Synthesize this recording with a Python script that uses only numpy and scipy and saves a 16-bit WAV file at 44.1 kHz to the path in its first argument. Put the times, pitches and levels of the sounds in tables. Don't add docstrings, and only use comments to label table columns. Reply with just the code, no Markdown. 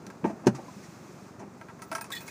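import sys
import numpy as np
from scipy import signal
from scipy.fft import rfft, irfft, next_fast_len
from scipy.io import wavfile
from scipy.ndimage import map_coordinates

SR = 44100
rng = np.random.default_rng(int(sys.argv[2]) if len(sys.argv) > 2 else 0)


def magnitude_from_level(level_db):
    exponent = np.asarray(level_db, float) / 20
    return 10 ** exponent


def wav_record(signal):
    frames = np.transpose(np.atleast_2d(signal))
    bounded = np.clip(frames, -1, 1)
    quanta = np.round(bounded * 32767).astype(np.int16)
    wavfile.write(sys.argv[1], SR, quanta)


N = 101430

# [f/Hz, level/dB]
METAL_CLICK = [(1500, -23), (3700, -8.5), (5620, -0.5), (8500, -6.5), (9800, -0.5), (11400, -14.5),
               (15000, -12)]


def unit(x):
    return x / np.sqrt(np.mean(x ** 2) + 1e-20)


def filtered(x, response):
    m = next_fast_len(N + SR // 2)
    return irfft(rfft(x, m) * response(np.fft.rfftfreq(m, 1 / SR)), m)[:N]


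def coloured(x, points):
    f, db = np.transpose(points)
    grid = np.fft.rfftfreq(8192, 1 / SR)
    curve = np.interp(np.log(grid + 1), np.log(f), db)
    ceps = irfft(np.log(magnitude_from_level(curve) + 1e-6))
    ceps[1:4096] *= 2
    ceps[4097:] = 0
    h = irfft(np.exp(rfft(ceps)))
    return signal.fftconvolve(x, h / np.linalg.norm(h))[:N]


def body(x, peaks):
    def sums(f):
        total = 0
        for k, (centre, width, db) in enumerate(peaks):
            peak = 1j * f * width / (centre * centre - f * f + 1j * f * width)
            total = total + (-1) ** k * magnitude_from_level(db) * peak
        return total

    return filtered(x, lambda f: sums(f) / np.sqrt(np.mean(abs(sums(f)) ** 2)))


def wobble(rate):
    knots = rng.standard_normal(int(N * rate / SR) + 4)
    return map_coordinates(knots, [np.arange(N) * rate / SR])


def rattles(rows, rate, rise, first=1.2):
    out = np.zeros(N + SR)
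    t = np.arange(SR // 4) / SR
    for s, db, length in rows:
        chance = rng.random(len(t))
        size = rng.standard_normal(len(t))
        sign = np.sign(rng.standard_normal(len(t)))
        contact = np.clip((rate / SR - chance) * SR / rate * 4, 0, 1)
        hit = contact * sign * magnitude_from_level(3 * size)
        hit *= 1 - np.exp(-t / (rise * length + 1e-5))
        hit[0] = first
        fade = magnitude_from_level(db - 7.15 * (t / length) ** 1.85)
        out[round(s * SR):][:len(t)] += fade * hit * np.sqrt(SR / rate)
    return out[:N]


def notes(rows, rise_s, rough_db, beat, wander=0):
    out = np.zeros(N)
    for start, hz, db, t60 in rows:
        t = np.clip(np.arange(N) / SR - start, 0, None)
        shake = wobble(160)
        drift = wander * np.cumsum(shake[::-1] * (t > 0)) / SR
        turn = 2 * np.pi * hz * (t + drift)
        partner = np.sin(turn + 2 * np.pi * 37.6 * t)
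        pair = np.sin(turn) + beat * hz / 15500 * partner
        level = magnitude_from_level(db - 60 * t / t60 + rough_db * shake)
        out = out + level * (1 - np.exp(-t / rise_s)) * pair
    return out


def coin_clacks():
    # [t/s, clack level/dB, rattle length/s, click level/dB]
    landings = [(.067, -49, 0.0045, -45), (0.101, -40, 0.005, -49), (.547, -46, 0.0093, -68),
                (1.578, -69, 0.0073, -58), (1.613, -37.5, 0.0058, -49.5), (1.685, -42, 0.021, -61),
                (1.792, -46, 0.0071, -53), (1.8197, -40, 0.012, -35), (1.9155, -28.5, 0.0091, -32.5),
                (1.928, -30, 0.0071, -34), (1.9509, -28, 0.011, -27.5), (1.982, -34, 0.0084, -39),
                (2.0108, -35.5, 0.0065, -31.5), (2.043, -40.5, 0.013, -39.5), (2.1043, -41.5, 0.0066, -38),
                (2.205, -45.5, 0.048, -45.5), (2.266, -50, 0.0087, -44), (2.2788, -44, 0.013, -36.5)]
    # [f/Hz, width/Hz, level/dB]
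    tray = [(650, 48, -2), (913, 65, 1.5), (1082, 39, -0.5), (1323, 52, 2.5), (1617, 89, -0.5),
            (2090, 370, -9), (2615, 49, -9), (2840, 45, -16.5)]
    s, clack_db, length, click_db = np.transpose(landings)
    clack = body(rattles(zip(s, clack_db, length), 2680, 0.01, first=3.05), tray)
    click = rattles(zip(s, click_db, 0.29 * length), 13600, 0.067, first=1.5)
    fizz = rattles(zip(s, click_db, 1.87 * length), 12600, 0.036)
    return magnitude_from_level(-5.5) * clack + magnitude_from_level(-6.5) * coloured(click + magnitude_from_level(-10.5) * fizz, METAL_CLICK)


def coin_slides():
    # [t/s, level/dB, length/s]
    slides = [
        (2.115, -29.5, 0.023),
        (2.147, -32.5, 0.02),
        (2.162, -39.5, 0.035),
        (2.202, -44, 0.027),
        (2.262, -41, 0.077),
    ]
    # [f/Hz, width/Hz, level/dB]
    pile = [(1800, 170, 8.5), (2500, 87, 7.5), (3460, 100, 5), (3682, 29, -11), (3940, 85, 8),
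            (4378, 63, 6.5), (5060, 180, -0.5), (7400, 770, 1.5), (8600, 370, -4), (14400, 930, -2.5)]
    slide = rattles(slides, 9500, 0.18, first=0)
    scrape = magnitude_from_level(-10) * coloured(slide, METAL_CLICK)
    return magnitude_from_level(-7.5) * (body(slide, pile) + scrape)


def coin_rings():
    # [t/s, f/Hz, level/dB, time to fall 60 dB/s]
    rings = [(1.83, 14750, -61, 0.45), (1.918, 9300, -47, .08), (1.94, 9460, -48, 0.18),
             (.548, 5680, -45, 0.055), (2.011, 8740, -36, 0.072), (2.011, 14690, -36, 0.047),
             (2.118, 14800, -43, 0.13), (2.183, 14800, -55, .12), (2.203, 14690, -56, 0.67),
             (2.117, 3680, -38.5, 0.12), (2.118, 3424, -37.5, 0.13), (2.121, 7165, -49, .06),
             (2.134, 1900, -35.5, 0.13), (2.148, 3450, -40, 0.11), (2.163, 3700, -38, 0.059),
             (2.165, 2430, -46, 0.093), (2.174, 4378, -41, 0.1), (2.267, 6600, -47, 0.11)]
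    return notes(rings, rise_s=0.0025, rough_db=2.8, beat=0.25, wander=0.006)


def jingles():
    # [t/s, f/Hz, level/dB, time to fall 60 dB/s]
    tray_notes = [(1.793, 1050, -40, 0.05), (1.822, 1300, -40.5, 0.082), (1.864, 1310, -44, 0.066),
                  (1.88, 1310, -53, 0.073), (1.9155, 657, -37, .1), (1.9155, 900, -35, .08),
                  (1.9155, 1545, -33, .05), (1.928, 660, -39.5, .1), (1.928, 1310, -39, 0.044),
                  (1.9505, 1324, -26, 0.051), (1.9505, 1599, -28.5, 0.056), (1.953, 678, -40, 0.15),
                  (1.953, 910, -44.5, .12), (2.011, 1650, -36, 0.046), (2.011, 2520, -45.5, 0.093),
                  (2.042, 960, -37, 0.076), (2.045, 2570, -44, 0.055), (2.101, 1100, -38, 0.085),
                  (2.123, 1668, -41, .1), (2.118, 3977, -46, 0.072), (2.12, 4992, -52, .08),
                  (2.148, 3687, -46, 0.072), (2.15, 4110, -46, .07), (2.165, 3020, -47, .07),
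                  (2.164, 4005, -44.5, .07), (2.165, 3460, -40, .08), (2.165, 1827, -49, .12),
                  (2.203, 2500, -52, .2), (2.279, 2500, -43, .08), (2.279, 2180, -40.5, 0.068),
                  (2.279, 1300, -46.5, 0.091), (1.954, 2137, -40, .05), (1.982, 904, -42, .06),
                  (1.964, 676, -43, .06), (2.148, 5195, -53, .07), (1.82, 1940, -45, .04),
                  (2.122, 1800, -45, .07)]
    return notes(tray_notes, rise_s=0.002, rough_db=2.8, beat=0.25, wander=0.006)


def thumps():
    # [t/s, level/dB, contact length/s]
    touches = [
        (.24, -17.5, .016),
        (.258, -30.5, 0.043),
        (.295, -26.5, 0.013),
        (.433, -36.5, 0.047),
        (.51, -46, 0.1),
        (.583, -35, 0.021),
        (.677, -38, 0.015),
        (1.39, -34.5, 0.04),
    ]
    # [f/Hz, width/Hz, level/dB]
    trim = [(200, 176, -3), (300, 95, 3.5), (620, 152, -4.5), (870, 154, -4), (1167, 220, -15.5),
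            (1610, 160, -19), (1900, 155, -21), (2490, 300, -24)]
    return magnitude_from_level(-4.5) * body(rattles(touches, 1770, 0.18, first=0), trim)


def panel_knock():
    # [t/s, level/dB, contact length/s]
    strikes = [
        (.468, -16, 0.0088),
        (.477, -24, 0.0025),
        (.486, -35.5, 0.013),
    ]
    # [f/Hz, width/Hz, level/dB]
    panel = [(560, 57.5, -6), (775, 330, -13), (1070, 100, -13), (1280, 136, -15.5), (1650, 220, -16),
             (1900, 80, -23.5), (2480, 95, -22.5), (2930, 98, -27)]
    return magnitude_from_level(-3.5) * body(rattles(strikes, 1990, 0.081, first=0), panel)


def dry_snaps():
    # [t/s, level/dB, length/s]
    ticks = [
        (.066, -37, 0.0032),
        (.101, -46, 0.0066),
        (.243, -49.5, 0.048),
        (.298, -54, 0.013),
        (.46, -45, 0.014),
        (.468, -23, 0.009),
        (.483, -65, 0.013),
        (.547, -43, 0.021),
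        (.83, -48, 0.028),
        (1.39, -52, 0.027),
    ]
    # [f/Hz, level/dB]
    snap = [(1200, -15), (2000, -0.5), (3200, -15), (5200, -7.5), (5900, -4.5), (6600, -7), (15400, -33.5)]
    return magnitude_from_level(-4.5) * coloured(rattles(ticks, 9650, 0.093, first=0), snap)


def hollow_booms():
    # [t/s, f/Hz, level/dB, time to fall 60 dB/s]
    booms = [(0, 152, -45, 0.13), (.066, 188.4, -32.5, 0.11), (.234, 183, -22, 0.07),
             (.2435, 296, -19, 0.038), (.2655, 200, -22, 0.13), (.2985, 317, -22.5, 0.067),
             (.331, 230, -25.5, 0.041), (.4678, 358.6, -4.5, 0.056), (.4677, 268, -2, 0.037),
             (.4815, 205, -9.5, 0.07), (.472, 128.3, -20, 0.22), (.625, 183, -36, 0.073),
             (.765, 200, -31, 0.086), (.884, 167.5, -36, 0.095), (1.385, 153, -29.5, 0.042),
             (1.4, 200, -38.5, 0.29), (1.415, 389, -37.5, 0.17), (.299, 655, -29.5, 0.096),
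             (1.915, 300, -37.5, 0.11), (.2475, 363, -14, 0.044), (.244, 910, -19.5, 0.037),
             (.486, 377, -17.5, 0.043), (.49, 564, -27, .05), (.509, 228, -26, 0.092),
             (.522, 372, -32, 0.063), (.53, 137, -29.5, 0.17), (.542, 300, -35, 0.089),
             (.549, 1183, -41.5, 0.11), (.584, 773, -37.5, 0.076), (.59, 560, -39, 0.1),
             (.59, 331, -35.5, 0.072), (.618, 780, -53, 0.045), (.681, 1007, -38, 0.085),
             (1.09, 367, -40, 0.12), (1.22, 195, -38.5, .12), (1.56, 160.4, -42.5, 0.11)]
    return notes(booms, rise_s=0.0025, rough_db=0.8, beat=0)


def engine():
    # [t/s, firing rate/Hz]
    idle = [(0, 23.49), (1, 23.48), (2.3, 23.64)]
    # [f/Hz, level/dB]
    exhaust = [(40, -54), (70, -12.5), (120, -4), (195, -7), (300, -21.5), (370, -15), (500, -29.5),
               (800, -65.5)]
    # [f/Hz, level/dB]
    drone_colour = [(25, -41), (60, -24.5), (120, -8), (200, -1.5), (300, -5.5), (372, -5.5), (450, -10.5),
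                    (1300, -16), (2600, -36), (3300, -59.5)]
    s, hz = np.transpose(idle)
    cycles = np.cumsum(np.interp(np.arange(N) / SR, s, hz)) / SR
    fire = np.diff(np.floor(cycles + 0.3), prepend=0) > 0
    pulses = coloured(fire * magnitude_from_level(-0.3 * wobble(20)), exhaust)
    sway = magnitude_from_level(0.9 * (wobble(7.81) + wobble(28.91)))
    drone = unit(coloured(rng.standard_normal(N), drone_colour)) * sway
    return magnitude_from_level(-54.5) * unit(pulses) + magnitude_from_level(-49) * drone


def air():
    # [f/Hz, level/dB]
    hiss_colour = [(1500, 0), (2500, 2), (3000, -6), (3710, -4.5), (6420, 0), (9830, -12), (12000, -16.5),
                   (15000, -14)]
    # [t/s, level/dB]
    swell = [(0, -58), (.5, -58.5), (.65, -53.5), (.85, -52), (1.29, -56), (1.45, -60), (1.75, -58),
             (2.3, -53.5)]
    s, db = np.transpose(swell)
    level = np.interp(np.arange(N) / SR, s, db) - 4.0 + 0.48 * wobble(12.0)
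    return unit(coloured(rng.standard_normal(N), hiss_colour)) * magnitude_from_level(level)


def cabin(x):
    t60 = 0.076
    t = np.arange(SR // 5) / SR
    tail = rng.standard_normal(len(t)) * magnitude_from_level(-60 * t / t60) * (t > 0.002)
    return x + magnitude_from_level(-6.5) * signal.fftconvolve(x, tail / np.linalg.norm(tail))[:N]


def scene():
    coins = coin_clacks() + coin_slides() + coin_rings()
    hand = thumps() + panel_knock() + dry_snaps()
    mix = cabin(coins + hand) + cabin(jingles())
    mix = mix - hollow_booms()
    return (mix + engine() + air())[None]


def roll_off(x):
    return signal.sosfilt(signal.butter(12, 16500, fs=SR, output="sos"), x)


def record(dry):
    low_hz, top_hz, above_db = 53.3, 15500, -34

    def microphone(f):
        bass_cut = (1j * f / (low_hz + 1j * f)) ** 2
        return bass_cut * np.where(f < top_hz, 1, magnitude_from_level(above_db))

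    mix = filtered(dry[0], microphone)[None]
    return roll_off(mix)


dry = scene()
out = record(dry)
wav_record(out)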